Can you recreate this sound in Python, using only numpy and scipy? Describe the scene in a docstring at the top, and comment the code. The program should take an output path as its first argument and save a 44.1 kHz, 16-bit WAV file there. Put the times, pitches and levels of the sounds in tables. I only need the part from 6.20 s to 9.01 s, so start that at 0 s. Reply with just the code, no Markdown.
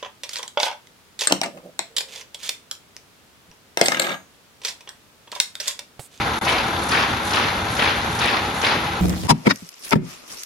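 """A paper folding machine takes a sheet a little more than twice a second.
Each sheet is drawn in with a hiss of air, ticks, crackles through the rollers and slaps the plates: shaped noise.
Light clacks fall between sheets. Noise rattles make the rollers, belts and bearings, and ring the frame.
A wavering sine is the gears; narrow noise bands are the motor hum and some thin high tones; low noise is a rumble.
The level dips once, briefly."""
import sys
import numpy as np
from scipy import signal
from scipy.fft import rfft, irfft
from scipy.io import wavfile
from scipy.ndimage import uniform_filter1d

SR = 44100
rng = np.random.default_rng(int(sys.argv[2]) if len(sys.argv) > 2 else 0)


def wrap_up_sound(samples):
    """Save the sound to the file named by the first command line argument, as 16-bit audio."""
    columns = np.atleast_2d(samples).T
    # keep every value between -1 and 1, then stretch to whole-number steps
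    tamed = np.clip(columns, -1, 1)
    steps = np.round(tamed * 32767).astype(np.int16)
    wavfile.write(sys.argv[1], SR, steps)


N = 123921  # length in samples


def undb(db):
    """Decibels to gain."""
    return 10 ** (np.asarray(db) / 20)


def unit(x):
    """Scale to rms 1."""
    return x / np.sqrt(np.mean(x ** 2))


def over_bins(points):
    """Join (f/Hz, value) points by straight lines on a log-frequency axis."""
    hz, value = np.array(points, float).T
    bin_hz = np.fft.rfftfreq(N, 1 / SR) + 1  # the 1 avoids log(0)
    return np.interp(np.log(bin_hz), np.log(hz), value)


def colour(x, spectrum):
    """Filter by the shape of a spectrum, keeping the power of white noise."""
    return irfft(rfft(x) * unit(undb(over_bins(spectrum))), N)


def noise():
    """Two unrelated white noises."""
    return rng.standard_normal((2, N))


def ring(x, resonances):
    """Drive resonances, each two equal stages in a row, and set each one's own level."""
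    f = np.fft.rfftfreq(N, 1 / SR) + 1e-3
    driven = rfft(x)
    total = 0
    for hz, width, db in resonances:
        stage = 1 / (1 + .5j * hz / width * (f / hz - hz / f))
        total = total + undb(db) * unit(irfft(driven * stage ** 2, N))
    return total


def rattle(rate, spread_db, decay_s):
    """Dense random contacts of uneven size, each a short dying burst of noise; rms 1."""
    sizes = undb(spread_db * np.clip(rng.standard_normal(N), -2, 2))
    hits = (rng.random(N) < rate / SR) * sizes
    power = signal.lfilter([1], [1, -np.exp(-2 / (decay_s * SR))], hits ** 2)
    steady = .5 * power.mean()  # an even bed under the bursts
    return unit(noise() * np.sqrt(power + steady))


def envelope(age, attack_s, hold_s, release_s):
    """Rise in a straight line, hold until age hold_s, then die away."""
    return np.clip(age / attack_s, 0, 1) * np.exp(-np.maximum(age - hold_s, 0) / release_s)


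def walk(rate):
    """Smooth random wandering with rms 1."""
    span = max(int(SR / rate), 2)
    once = uniform_filter1d(rng.standard_normal(N), span, mode="wrap")
    return unit(uniform_filter1d(once, span, mode="wrap"))


FLUTTER_DB, FLUTTER_PER_S = 2.5, 40
FLUTTER_CENTRES_HZ = (300, 600, 1000, 1500, 2200, 3200, 4600, 7000, 11000)


def flutter(x):
    """Split into overlapping bands and let each waver in level on its own."""
    spectrum = rfft(x)
    total = 0
    for pick in np.eye(len(FLUTTER_CENTRES_HZ)):  # one band at a time
        band = irfft(spectrum * over_bins(list(zip(FLUTTER_CENTRES_HZ, pick))), N)
        total = total + band * undb(FLUTTER_DB * walk(FLUTTER_PER_S))
    return total


# sheets entering the rollers: t/s, level/dB, time until the release/s, build-up/s
SHEETS = [(-.19, -0.5, 0.17, .04), (0.249, 0, .085, 0.025), (.692, .8, 0.11, 0.052),
          (1.106, -1, .14, 0.037), (1.566, 0.5, 0.11, 0.042), (1.989, -0.5, 0.14, 0.031),
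          (2.414, 0.5, .11, 0.03)]
# tone of crackling paper: f/Hz, relative level/dB per Hz
PAPER = [(60, -34), (250, -6), (560, -5.5), (1000, -1), (1550, -1), (1800, -2.5), (2600, -4), (3900, -10),
         (5000, -14), (6500, -24), (8500, -47), (11500, -41)]
PAPER_DB, PAPER_RELEASE_S, PAPER_SAG_DB_PER_S = -20.5, 0.074, -7.5
CRACKLES_PER_S, CRACKLE_SPREAD_DB, CRACKLE_S = 1100, 1.5, 0.00076


def paper(t):
    """Each sheet crackles as it buckles, easing off as it runs through the fold rollers."""
    passing = 0
    for start, db, length, build in SHEETS:
        level_db = db + PAPER_SAG_DB_PER_S * (t - start - build)
        passing = passing + undb(level_db) * envelope(t - start, build, length, PAPER_RELEASE_S)
    crackle = passing * rattle(CRACKLES_PER_S, CRACKLE_SPREAD_DB, CRACKLE_S)
    return undb(PAPER_DB) * flutter(colour(crackle, PAPER))


# tone of the tick: f/Hz, relative level/dB per Hz
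TICK = [(500, -2), (2000, 2), (4000, 0.5), (6000, 3.5), (7500, -7), (11500, -18)]
TICK_DB, TICK_RISE_S, TICK_DECAY_S = -25, 0.002, 0.008


def ticks(t):
    """A thin tick, a tiny noise burst, as each sheet's leading edge meets the rollers."""
    taps = sum(envelope(t - start, TICK_RISE_S, TICK_RISE_S, TICK_DECAY_S) for start, *_ in SHEETS)
    return undb(TICK_DB) * colour(taps * noise(), TICK)


# shared tone of smacks before tilt and ring: f/Hz, relative level/dB per Hz
SMACK = [(20, -67), (80, -36), (150, -18), (700, -7), (1600, 1), (2500, -1.5), (4000, -2), (5300, -11.5),
         (7000, -16.5), (11500, -37)]
SMACK_RISE_S, SMACK_DECAY_S, SMACK_PIVOT_HZ = 0.002, 0.01, 2200
SMACK_RING_DB, SMACK_RING_OCTAVES = 6, 0.2


def smacks(t, blows):
    """Short noise bursts, some dull, some bright, each stressing the pitch of the spot it strikes."""
    out, hz = 0, np.geomspace(20, 12000, 80)
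    base = np.interp(np.log(hz), np.log(np.array(SMACK)[:, 0]), np.array(SMACK)[:, 1])
    for start, db, tilt, ring_hz in blows:
        tilted = base + tilt * np.log2(hz / SMACK_PIVOT_HZ)
        octaves_off = np.log2(hz / ring_hz)
        level = tilted + SMACK_RING_DB * np.exp(-(octaves_off / SMACK_RING_OCTAVES) ** 2)
        burst = envelope(t - start, SMACK_RISE_S, SMACK_RISE_S, SMACK_DECAY_S) * noise()
        out = out + undb(db) * colour(burst, list(zip(hz, level)))
    return out


# paper edges slapping plates and stops: t/s, level/dB, brightness tilt/dB per octave, ring f/Hz
SLAPS = [(0.279, 1, 0, 4000), (0.299, -3, 5, 2200), (.322, -1, 2, 5850), (.381, 0.5, 0.5, 4870),
         (.398, -3, -4, 2520), (.718, 2, -0.5, 4650), (.748, 1, -3.5, 3000), (.762, -4, 3, 3300),
         (.778, -2, -1, 4000), (0.796, -3, -3, 2000), (.824, -3, 3, 5300), (1.134, 0.5, 2.5, 5330),
         (1.158, -2, 2, 5000), (1.169, 4.5, -3, 2680), (1.196, 0.5, -4, 2300), (1.224, -9, -7, 3200),
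         (1.251, -4, -8, 2300), (1.282, 0, -2, 4400), (1.592, 4.5, -3, 3330), (1.621, 5.5, -5.5, 2400),
         (1.637, -1, 0, 4230), (1.655, -3, 3, 3500), (1.673, -9, -1, 3330), (1.703, -4, 4, 4230),
         (2.015, 0.5, -2, 3700), (2.041, -1, -3, 4300), (2.054, 0, -8, 2700), (2.107, -10, -3, 2200),
         (2.139, 2.5, -7, 1700), (2.167, 2, -3.5, 5060), (2.176, -3, -5, 1150), (2.446, 4, -2, 3600),
         (2.468, 1, -1, 2180), (2.494, -7, -9, 4305), (2.520, 0.5, -7, 2580), (2.549, -2, -6.5, 2500),
         (2.58, -6, -10, 2760)]
SLAP_DB = -20.5


def slaps(t):
    """Paper edges smack the fold plates and stops."""
    return undb(SLAP_DB) * smacks(t, SLAPS)


# tone of the air: f/Hz, relative level/dB per Hz
AIR = [(1500, -32), (4000, -3), (5800, -6), (8500, 3), (11500, -7.5)]
AIR_DB, AIR_LEAD_S, AIR_HOLD_S, AIR_EDGE_S = -35, 0.086, 0.16, 0.024
AIR_GRAINS_PER_S, AIR_SPREAD_DB, AIR_GRAIN_S = 280, 7.5, 0.0049


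def suction(t):
    """The feeder's air hisses and riffles the paper, starting just ahead of every sheet."""
    valve = sum(envelope(t - start + AIR_LEAD_S, AIR_EDGE_S, AIR_HOLD_S, AIR_EDGE_S)
                for start, *_ in SHEETS)
    return undb(AIR_DB) * colour(valve * rattle(AIR_GRAINS_PER_S, AIR_SPREAD_DB, AIR_GRAIN_S), AIR)


# light clacks between sheets: t/s, level/dB, brightness tilt/dB per octave, ring f/Hz
CLACKS = [(0.019, 3, 4, 4500), (0.444, -1, -4, 2200), (.563, 3.5, -2, 3500), (0.59, -1, 11, 2000),
          (.928, 5, -1.5, 1510), (1.405, -1, 9, 3430), (1.444, -2, 4, 2500), (1.483, -0.5, 5, 4540),
          (2.229, -6, -10, 2500), (2.723, -13, 0, 2000)]
CLACK_DB = -30.5


def clacks(t):
    """The mechanism clacks lightly: the same kind of smack, quieter."""
    return undb(CLACK_DB) * smacks(t, CLACKS)


# tone of rollers and belts: f/Hz, relative level/dB per Hz
ROLLERS = [(20, -30), (33, -28), (48, -14), (72, -13), (120, -8), (180, -3), (350, -5), (640, -7),
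           (950, -1.5), (1180, -6), (1530, -1), (1750, -8), (2300, -11.5), (3100, -14), (4200, -13.5),
           (5000, -24), (7000, -22.5), (11500, -28)]
ROLLER_DB, ROLLER_FADE_DB_PER_S = -25.5, -0.39
CLATTERS_PER_S, CLATTER_SPREAD_DB, CLATTER_S = 550, 0.5, 0.0065


def rollers(t):
    """Rollers and belts clatter with dense small knocks, slowly growing softer."""
    clatter = colour(rattle(CLATTERS_PER_S, CLATTER_SPREAD_DB, CLATTER_S), ROLLERS)
    return undb(ROLLER_DB + ROLLER_FADE_DB_PER_S * t) * clatter


# resonances of frame and fold plates: f/Hz, width of one stage/Hz, level at t = 0/dB
FRAME = [(798, 60, -33), (882, 48, -36.5), (973, 35, -38), (1322, 57, -34.5), (234, 9.4, -40.5),
         (326.4, 14.5, -41.5), (445.4, 28, -41), (556, 24, -41.5), (1605, 50, -42.5), (2020, 28, -47.5),
         (3570, 120, -41.5)]
FRAME_FADE_DB_PER_S = -1.06


def frame(t):
    """A clatter of its own rings the frame and fold plates, slowly growing softer."""
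    ringing = ring(rattle(CLATTERS_PER_S, CLATTER_SPREAD_DB, CLATTER_S), FRAME)
    return ringing * undb(FRAME_FADE_DB_PER_S * t)


# tone of the bearings: f/Hz, relative level/dB per Hz
BEARING = [(900, -14), (2000, 2), (3600, -1), (5000, -8), (7000, -11), (8500, -28), (11500, -15)]
BEARING_DB, BEARING_TICKS_PER_S, BEARING_SPREAD_DB, BEARING_TICK_S = -38, 70, 5, 0.0088


def bearings():
    """The roller bearings rattle unevenly all the time."""
    contacts = rattle(BEARING_TICKS_PER_S, BEARING_SPREAD_DB, BEARING_TICK_S)
    return undb(BEARING_DB) * flutter(colour(contacts, BEARING))


# middle pitch of the gear train: t/s, f/Hz
GEAR_PITCH = [(0, 811), (.55, 805), (1.1, 828.4), (1.5, 828), (2.8, 826)]
GEAR_DB, GEAR_WAVER_HZ, GEAR_WAVER_DB, GEAR_WAVER_PER_S = -38, 14, 4.5, 22


def gears(t):
    """The gear train sings on one drifting sine that wavers in pitch and strength."""
    hz = np.interp(t, *np.array(GEAR_PITCH).T) + GEAR_WAVER_HZ * walk(GEAR_WAVER_PER_S)
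    tone = np.sin(2 * np.pi * np.cumsum(hz) / SR)
    return undb(GEAR_DB) * unit(tone * undb(GEAR_WAVER_DB * walk(GEAR_WAVER_PER_S)))


# motor hum: f/Hz, width of one stage/Hz, level/dB
HUM = [(92.1, 5.8, -45.5), (121.8, 8.5, -44.5)]


def hum():
    """The motor hums: noise through narrow low resonances."""
    return ring(noise(), HUM)


# level of the rumble: t/s, level/dB
RUMBLE_LEVEL = [(0.0, -30), (0.14, -35), (0.2, -42), (0.23, -34.5), (0.88, -36), (0.91, -29.5),
                (1.02, -36.5), (1.29, -34), (1.31, -43), (1.38, -32), (1.76, -38), (1.78, -33),
                (2.05, -29.5), (2.07, -42), (2.28, -31.5), (2.4, -42), (2.43, -34.5), (2.81, -35)]
# tone of the rumble: f/Hz, relative level/dB per Hz
RUMBLE = [(25, -30), (34, -23), (50, -6.5), (75, 1), (125, -2.5), (170, -6), (240, -12), (400, -19),
          (1000, -66)]
RUMBLE_DB = -0.5  # added to every level in the table


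def rumble(t):
    """Low noise that swells and sinks."""
    return undb(RUMBLE_DB + np.interp(t, *np.array(RUMBLE_LEVEL).T)) * colour(noise(), RUMBLE)


# pitches of the thin high tones: f/Hz
HIGH_TONE_HZ = (7957, 9975, 10654, 10993, 11326)
# their levels, in the same order: level/dB
HIGH_TONE_DB = (-65, -62, -62, -59, -55.5)
HIGH_TONE_WIDTH_HZ = 16  # of one stage


def high_tones():
    """Faint thin tones in the high treble: noise through very narrow resonances."""
    return ring(noise(), [(hz, HIGH_TONE_WIDTH_HZ, db) for hz, db in zip(HIGH_TONE_HZ, HIGH_TONE_DB)])


ROOM_DB, ROOM_T60_S, ROOM_DELAY_S = -6.5, 0.99, 0.011


def workshop(x, t):
    """Add the room's diffuse tail: a dying noise that smears the sounds given to it."""
    tail = noise() * np.exp(-np.log(1000) * t / ROOM_T60_S) * (t > ROOM_DELAY_S)
    echo = signal.fftconvolve(x, unit(tail) / np.sqrt(N), axes=1)[:, :N]
    return x + undb(ROOM_DB) * echo


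# likeness of left and right, limited to -1..1 in use: f/Hz, correlation
LIKENESS = [(60, .997), (125, 1), (250, 1), (450, 0.92), (800, 0.68), (1250, 0.36), (1560, -0.28),
            (1750, 0.53), (2350, 0.66), (3100, 0.17), (3800, 0.58), (6500, 0.55), (7300, -1.055),
            (9500, -1.108), (10400, 0.99)]
# left over right: f/Hz, level/dB
BALANCE_DB = [(100, 0), (350, 0.5), (700, 2.5), (1400, 0.4), (2800, 3), (5500, 2.5), (8500, 0),
              (11000, -1.5)]


def spread(x):
    """Mix two unrelated signals into left and right, as alike or opposed as the tables say at each pitch."""
    # alike in the bass, mixed in the middle, opposed around 7-9.5 kHz, alike at the top
    likeness, lean = np.clip(over_bins(LIKENESS), -1, 1), over_bins(BALANCE_DB)
    mid, side = rfft(x) * np.sqrt(np.array([1 + likeness, 1 - likeness]) / 2)
    # mostly leaning left
    return irfft(np.array([mid + side, mid - side]) * undb(np.array([lean, -lean]) / 2), N)


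def scene():
    """Sheets, clacks and bearings with room tail, other machine sounds without; gears in the centre."""
    t = np.arange(N) / SR
    sheets = suction(t) + ticks(t) + paper(t) + slaps(t)
    knocks = clacks(t) + bearings()
    machine = rollers(t) + frame(t) + hum()
    return spread(workshop(sheets + knocks, t) + machine + rumble(t) + high_tones()) + gears(t)


DIP_S, DIP_DB = (.1906, .2126), -23  # start and end, depth
TOP_HZ = 11700


def record(dry):
    """The level dips for a moment, and a steep filter cuts the highest treble."""
    t = np.arange(N) / SR
    dip = np.where((t > DIP_S[0]) & (t < DIP_S[1]), undb(DIP_DB), 1.)
    gain = uniform_filter1d(dip, size=40)  # soften the edges
    lowpass = signal.ellip(10, .2, 90, TOP_HZ, fs=SR, output="sos")
    return signal.sosfilt(lowpass, dry * gain)


dry = scene()
out = record(dry)
wrap_up_sound(out)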